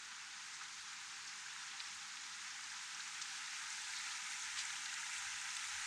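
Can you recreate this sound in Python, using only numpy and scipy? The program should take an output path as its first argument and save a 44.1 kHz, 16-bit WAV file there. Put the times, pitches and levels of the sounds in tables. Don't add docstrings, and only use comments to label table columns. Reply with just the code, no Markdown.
import sys
import numpy as np
from scipy.fft import rfft, irfft, next_fast_len
from scipy.io import wavfile
from scipy.ndimage import map_coordinates

SR = 44100
rng = np.random.default_rng(int(sys.argv[2]) if len(sys.argv) > 2 else 0)


def unload_audio(sound):
    columns = np.transpose(np.atleast_2d(sound))
    steps = np.round(np.clip(columns, -1, 1) * 32767)
    wavfile.write(sys.argv[1], SR, steps.astype(np.int16))


N = 258426


def creek():
    # frequency_hz, level_db
    gurgle_colour = [(590, -53), (715, -23), (790, -6.5), (950, -5.5), (1120, -7), (1300, -2.5),
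                     (1620, -1.3), (2300, -4), (2900, -8), (4000, -31)]
    splash_colour = [(1700, -32), (2400, -9), (3000, -3), (3600, 0), (4600, -0.5), (6600, 1), (7300, -3.5),
                     (8500, -29), (10000, -46)]
    spray_colour = [(6000, -9.5), (7400, -0.5), (8500, -2.5), (9900, -9), (10250, -26), (11800, -21),
                    (14400, -33.5)]
    gurgle_db, splash_db, spray_db = water_levels()
    large = bubbles(per_second=1800, low_hz=1052, high_hz=2894, cycles=2.84, spread_db=1.0, rise=0.014)
    small = bubbles(per_second=1600, low_hz=2244, high_hz=8080, cycles=5.7, spread_db=2.0, rise=0.0077)
    drops = bubbles(per_second=1800, low_hz=6000, high_hz=11600, cycles=3, spread_db=3.0, rise=0.02)
    gurgle = amp(gurgle_db) * water(large, gurgle_colour, rush_db=2.5, flutter_db=0.63, flutter_hz=27)
    splash = amp(splash_db) * water(small, splash_colour, rush_db=3.0, flutter_db=0.5, flutter_hz=35)
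    spray = amp(spray_db) * water(drops, spray_colour, rush_db=3.5, flutter_db=0.76, flutter_hz=34)
    surge = amp(0.22 * wobble(14))
    return (gurgle + splash + spray) * surge


def water(stream, colour, rush_db, flutter_db, flutter_hz):
    rush = amp(rush_db) * coloured(rng.standard_normal(N), colour)
    flutter = amp(flutter_db * wobble(flutter_hz))
    return unit((coloured(stream, colour) + rush) * flutter)


def bubbles(per_second, low_hz, high_hz, cycles, spread_db, rise):
    when, pitch, strength, life, phase = rng.random((int(per_second * N / SR), 5)).T[:, :, None]
    pitch_hz = low_hz + (high_hz - low_hz) * pitch
    age_samples = np.arange(min(int(5 * cycles * SR / low_hz), 900))
    gain = amp(spread_db * np.minimum(-np.log(1 - strength), 5))
    rings = gain * bubble_ring(pitch_hz * age_samples / SR, cycles * (.5 + life), rise, phase)
    positions = (when * N).astype(int) + age_samples
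    return unit(np.bincount(positions.ravel(), rings.ravel(), N)[:N])


def bubble_ring(turns, cycles, rise, phase=0):
    faded = turns / cycles
    envelope = np.exp(-faded) * (1 - np.exp(-2 * turns))
    return envelope * np.sin(2 * np.pi * (turns * (1 + rise * faded) + phase))


def water_levels():
    turn_db = facing_db()
    return -50 + 0.78 * turn_db, -47.5 + turn_db, -54 + 1.34 * turn_db


def facing_db():
    # time_s, level_db
    loudness = [(0, -52), (1.1, -50), (2.3, -49.5), (3.1, -48), (3.7, -46.5), (4.2, -45.5), (5.2, -45),
                (5.86, -44.5)]
    level_db, = curves(loudness)
    return level_db - level_db.max()


def cascade(level_db=-56, follows_turn=2.26):
    # frequency_hz, level_db
    colour = [(1300, -31), (1900, -1), (2350, -0.5), (2750, -3), (3400, -18), (4500, -35)]
    stream = bubbles(per_second=420, low_hz=1798, high_hz=3000, cycles=7, spread_db=2.5, rise=0.02)
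    clumps = amp(2.5 * wobble(30))
    return amp(level_db + follows_turn * facing_db()) * unit(coloured(stream, colour) * clumps)


def trickle(gain_db=-10.0, extra_swell=0.5):
    gurgle_db = water_levels()[0]
    stream = bubbles(per_second=200, low_hz=1453, high_hz=2740, cycles=11.5, spread_db=2.5, rise=0.013)
    level_db = gurgle_db + gain_db + extra_swell * (gurgle_db - gurgle_db.mean())
    return amp(level_db) * coloured(stream, [(900, -33), (1500, 0), (2800, 1.0), (5000, -30)])


def plips(gain_db=-4):
    # start_s, level_db (before gain_db), pitch_hz
    large_bubbles = [(1.4617, -34.5, 1570), (1.528, -36, 1790), (1.5633, -38, 1440), (2.7182, -37, 1650),
                     (3.256, -34, 1660), (2.996, -37, 1490), (3.479, -40, 1890), (3.936, -30.5, 2170),
                     (4.0013, -32.5, 2120), (4.652, -33, 2130), (4.7046, -36, 1770), (4.928, -30, 1470),
                     (5.03, -32, 1650), (5.6406, -29.5, 1960), (5.835, -35.5, 1510)]
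    t = np.arange(SR // 25) / SR
    out = np.zeros(N + len(t))
    for start_s, level_db, pitch_hz in large_bubbles:
        ring = bubble_ring(pitch_hz * t, cycles=4.2, rise=0.018)
        out[round(start_s * SR):][:len(t)] += amp(level_db + gain_db) * ring
    return filtered(out[:N], lambda hz: steep_cut(900 / (hz + 1)))


def spatter(gain_db=-19):
    splash_db = water_levels()[1]
    smacks = bubbles(per_second=79, low_hz=2450, high_hz=6450, cycles=0.71, spread_db=1.5, rise=0.0091)
    colour = [(650, -40), (1100, -4), (7500, -2.0), (9800, -5), (10300, -27)]  # frequency_hz, level_db
    return amp(splash_db + gain_db) * coloured(smacks, colour)


def hollowed(sound):
    # middle_s, half_length_s, centre_hz, half_width_hz, share_lost (0-1)
    dips = [(4.7, 1.7, 1113, 72, 0.78), (3.9, 0.51, 3060, 82, 0.2), (5.14, 1.3, 4560, 1000, 0.29)]
    t = np.arange(N) / SR
    lost = np.zeros(N)
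    for middle_s, half_length_s, centre_hz, half_width_hz, share_lost in dips:
        band = filtered(sound, lambda hz: hump(hz - centre_hz, half_width_hz))
        lost += share_lost * hump(t - middle_s, half_length_s) * band
    return sound - lost


def footsteps(roughness_db=2.0):
    # peak_s, level_db, length_s, centre_hz, width_octaves
    touches = [(0.543, -52, 0.02, 6500, 0.5), (0.616, -49.5, 0.0099, 1450, 0.2),
               (0.638, -49, 0.0018, 7500, .4), (1.287, -52.5, 0.029, 5200, 0.28),
               (1.715, -48.5, .005, 3280, .4), (1.803, -43.5, 0.007, 4060, 0.3),
               (2.171, -52, .006, 3100, .3), (2.642, -47.5, 0.0064, 5470, .5),
               (2.949, -43.5, .0025, 6040, 0.23), (3.006, -44.5, 0.0045, 3600, 0.54),
               (3.079, -45.5, 0.0036, 6000, 0.21), (3.217, -42.5, 0.0037, 5760, .4),
               (3.223, -41.5, 0.006, 5200, 0.6), (3.219, -50, .008, 3600, .1), (3.705, -45, .004, 6400, .3),
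               (3.977, -50, 0.044, 4350, 0.31), (4.119, -48, 0.011, 3980, .4),
               (4.423, -39.5, 0.0023, 6300, 0.15), (4.576, -41, 0.0066, 2600, 0.92),
               (4.593, -40.5, 0.015, 3970, 1.3), (4.613, -48, .02, 2800, 1.1), (4.653, -45, .003, 7700, .2),
               (4.86, -43.5, .005, 3800, 0.79), (4.941, -42.5, 0.0033, 6000, .6),
               (5.505, -43, .003, 5500, .3), (5.552, -43, .003, 6600, .3), (5.568, -45, 0.005, 3000, 1.1)]
    t = np.arange(-SR // 10, SR // 10) / SR
    out = np.zeros(N)
    for peak_s, level_db, length_s, centre_hz, width_octaves in touches:
        noise, grain_sizes = rng.standard_normal((2, len(t)))
        grit = noise * amp(roughness_db * grain_sizes)
        swell = np.exp(np.where(t < 0, -2 * (t / length_s) ** 2, -t / length_s))
        band = hill_band(len(t), centre_hz, width_octaves, low_hz=950, high_hz=8200)
        burst = irfft(rfft(grit * swell) * band, len(t))
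        burst *= np.linalg.norm(swell) / np.linalg.norm(burst)
        out[round((peak_s + t[0]) * SR):][:len(t)] += amp(level_db) * burst
    return out


def sharp_clicks():
    # peak_s, peak_db, centre_hz
    clicks = [(0.5477, -38, 5700), (1.2775, -35, 5200), (1.8039, -27.5, 2880), (3.217, -35, 3600),
              (4.4566, -36, 5200), (4.7046, -32, 2600)]
    out = np.zeros(N)
    for peak_s, peak_db, centre_hz in clicks:
        band = hill_band(SR // 50, centre_hz, width_octaves=0.55, low_hz=950, high_hz=8500)
        click = np.fft.fftshift(irfft(band))
        out[round(peak_s * SR) - len(click) // 2:][:len(click)] += amp(peak_db) * click / click.max()
    return out


def hill_band(samples, centre_hz, width_octaves, low_hz, high_hz):
    hz = np.fft.rfftfreq(samples, 1 / SR) + 1
    edges = steep_cut(hz / high_hz) * steep_cut(low_hz / hz)
    return edges * np.exp(-.5 * (np.log2(hz / centre_hz) / width_octaves) ** 2)


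def pebble(start_s=5.5679):
    # pitch_hz, level_db, ring_s (time to fade by 60 dB)
    tones = [(3500, -30.5, .01), (8300, -33, 0.0083)]
    t = np.maximum(np.arange(N) / SR - start_s, 0)
    out = np.zeros(N)
    for pitch_hz, level_db, ring_s in tones:
        attack = 1 - np.exp(-pitch_hz * t)
        fade = amp(level_db - 60 * np.minimum(t / ring_s, 5))
        out += attack * fade * np.sin(2 * np.pi * pitch_hz * t)
    return out


def handling(grip_db=-83.5, unrest_db=1.5):
    # middle_s, level_db, half_length_s
    shifts = [(0.802, -85, 0.055), (2.705, -81, 0.032), (4.597, -82, 0.13), (5.28, -77, 0.14),
              (5.77, -69.5, 0.098)]
    # frequency_hz, level_db
    colour = [(15, -12), (45, 0), (90, 1), (130, -2), (220, -25)]
    t = np.arange(N) / SR
    swells = sum(amp(level_db) * hump(t - middle_s, half_length_s)
                 for middle_s, level_db, half_length_s in shifts)
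    grip = amp(grip_db + unrest_db * wobble(7))
    return (grip + swells) * coloured(rng.standard_normal(N), colour)


def forest_air(level_db=-75.0):
    # frequency_hz, level_db
    colour = [(70, -22), (140, 0), (210, 1), (390, -4), (500, -7.5), (545, -18), (600, -20.5), (640, -7.5),
              (720, -11.5), (900, -32)]
    return amp(level_db) * coloured(rng.standard_normal(N), colour)


def hum_filter(sound, mains_hz=60, half_width_hz=13, notch_db=-14):
    def notches(hz):
        nearest_hz = mains_hz * np.maximum(np.round(hz / mains_hz), 1)
        return 1 - (1 - amp(notch_db)) * hump(hz - nearest_hz, half_width_hz)
    return filtered(sound, notches)


def whine(pitch_hz=1000, level_db=-72.0, follows_turn=0.8):
    tone = np.sin(2 * np.pi * pitch_hz * np.arange(N) / SR)
    waver = amp(2.4 * wobble(14))
    return amp(level_db + follows_turn * facing_db()) * unit(tone * waver)


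def hiss(level_db=-90.5):
    # frequency_hz, level_db
    colour = [(20, 10), (400, 3.5), (750, 3.5), (1100, -11), (10000, -8.5), (11500, 13), (14400, 2)]
    return amp(level_db) * coloured(rng.standard_normal(N), colour)


def amp(db):
    return 10 ** (np.asarray(db) / 20)


def unit(sound):
    return sound / np.sqrt(np.mean(sound ** 2) + 1e-20)


def hump(distance, half_width):
    return np.exp(-(distance / half_width) ** 2)


def steep_cut(ratio):
    return 1 / np.sqrt(1 + ratio ** 20)


def curves(rows):
    time_s, *columns = np.transpose(rows)
    return [np.interp(np.arange(N) / SR, time_s, column) for column in columns]


def wobble(per_second):
    points = rng.standard_normal(int(N * per_second / SR) + 4)
    return map_coordinates(points, [np.arange(N) * per_second / SR])


def filtered(sound, gain_at):
    padded = next_fast_len(N + SR // 2)
    hz = np.fft.rfftfreq(padded, 1 / SR)
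    return irfft(rfft(sound, padded) * gain_at(hz), padded)[..., :N]


def coloured(sound, colour):
    points_hz, points_db = np.transpose(colour)
    gain_at = lambda hz: amp(np.interp(np.log(hz + 1), np.log(points_hz), points_db, -120, -120))
    return unit(filtered(sound, gain_at))


def scene():
    all_water = hollowed(creek() + cascade() + trickle() + plips() + spatter())
    scuffs_and_clicks = footsteps() + sharp_clicks() + pebble()
    rumble = hum_filter(handling() + forest_air())
    middle = all_water + scuffs_and_clicks + rumble + whine()
    side = hiss()
    return np.array([middle + side, middle - side])


def record(dry):
    top_hz = 14450
    return filtered(dry, lambda hz: hz < top_hz)


dry = scene()
out = record(dry)
unload_audio(out)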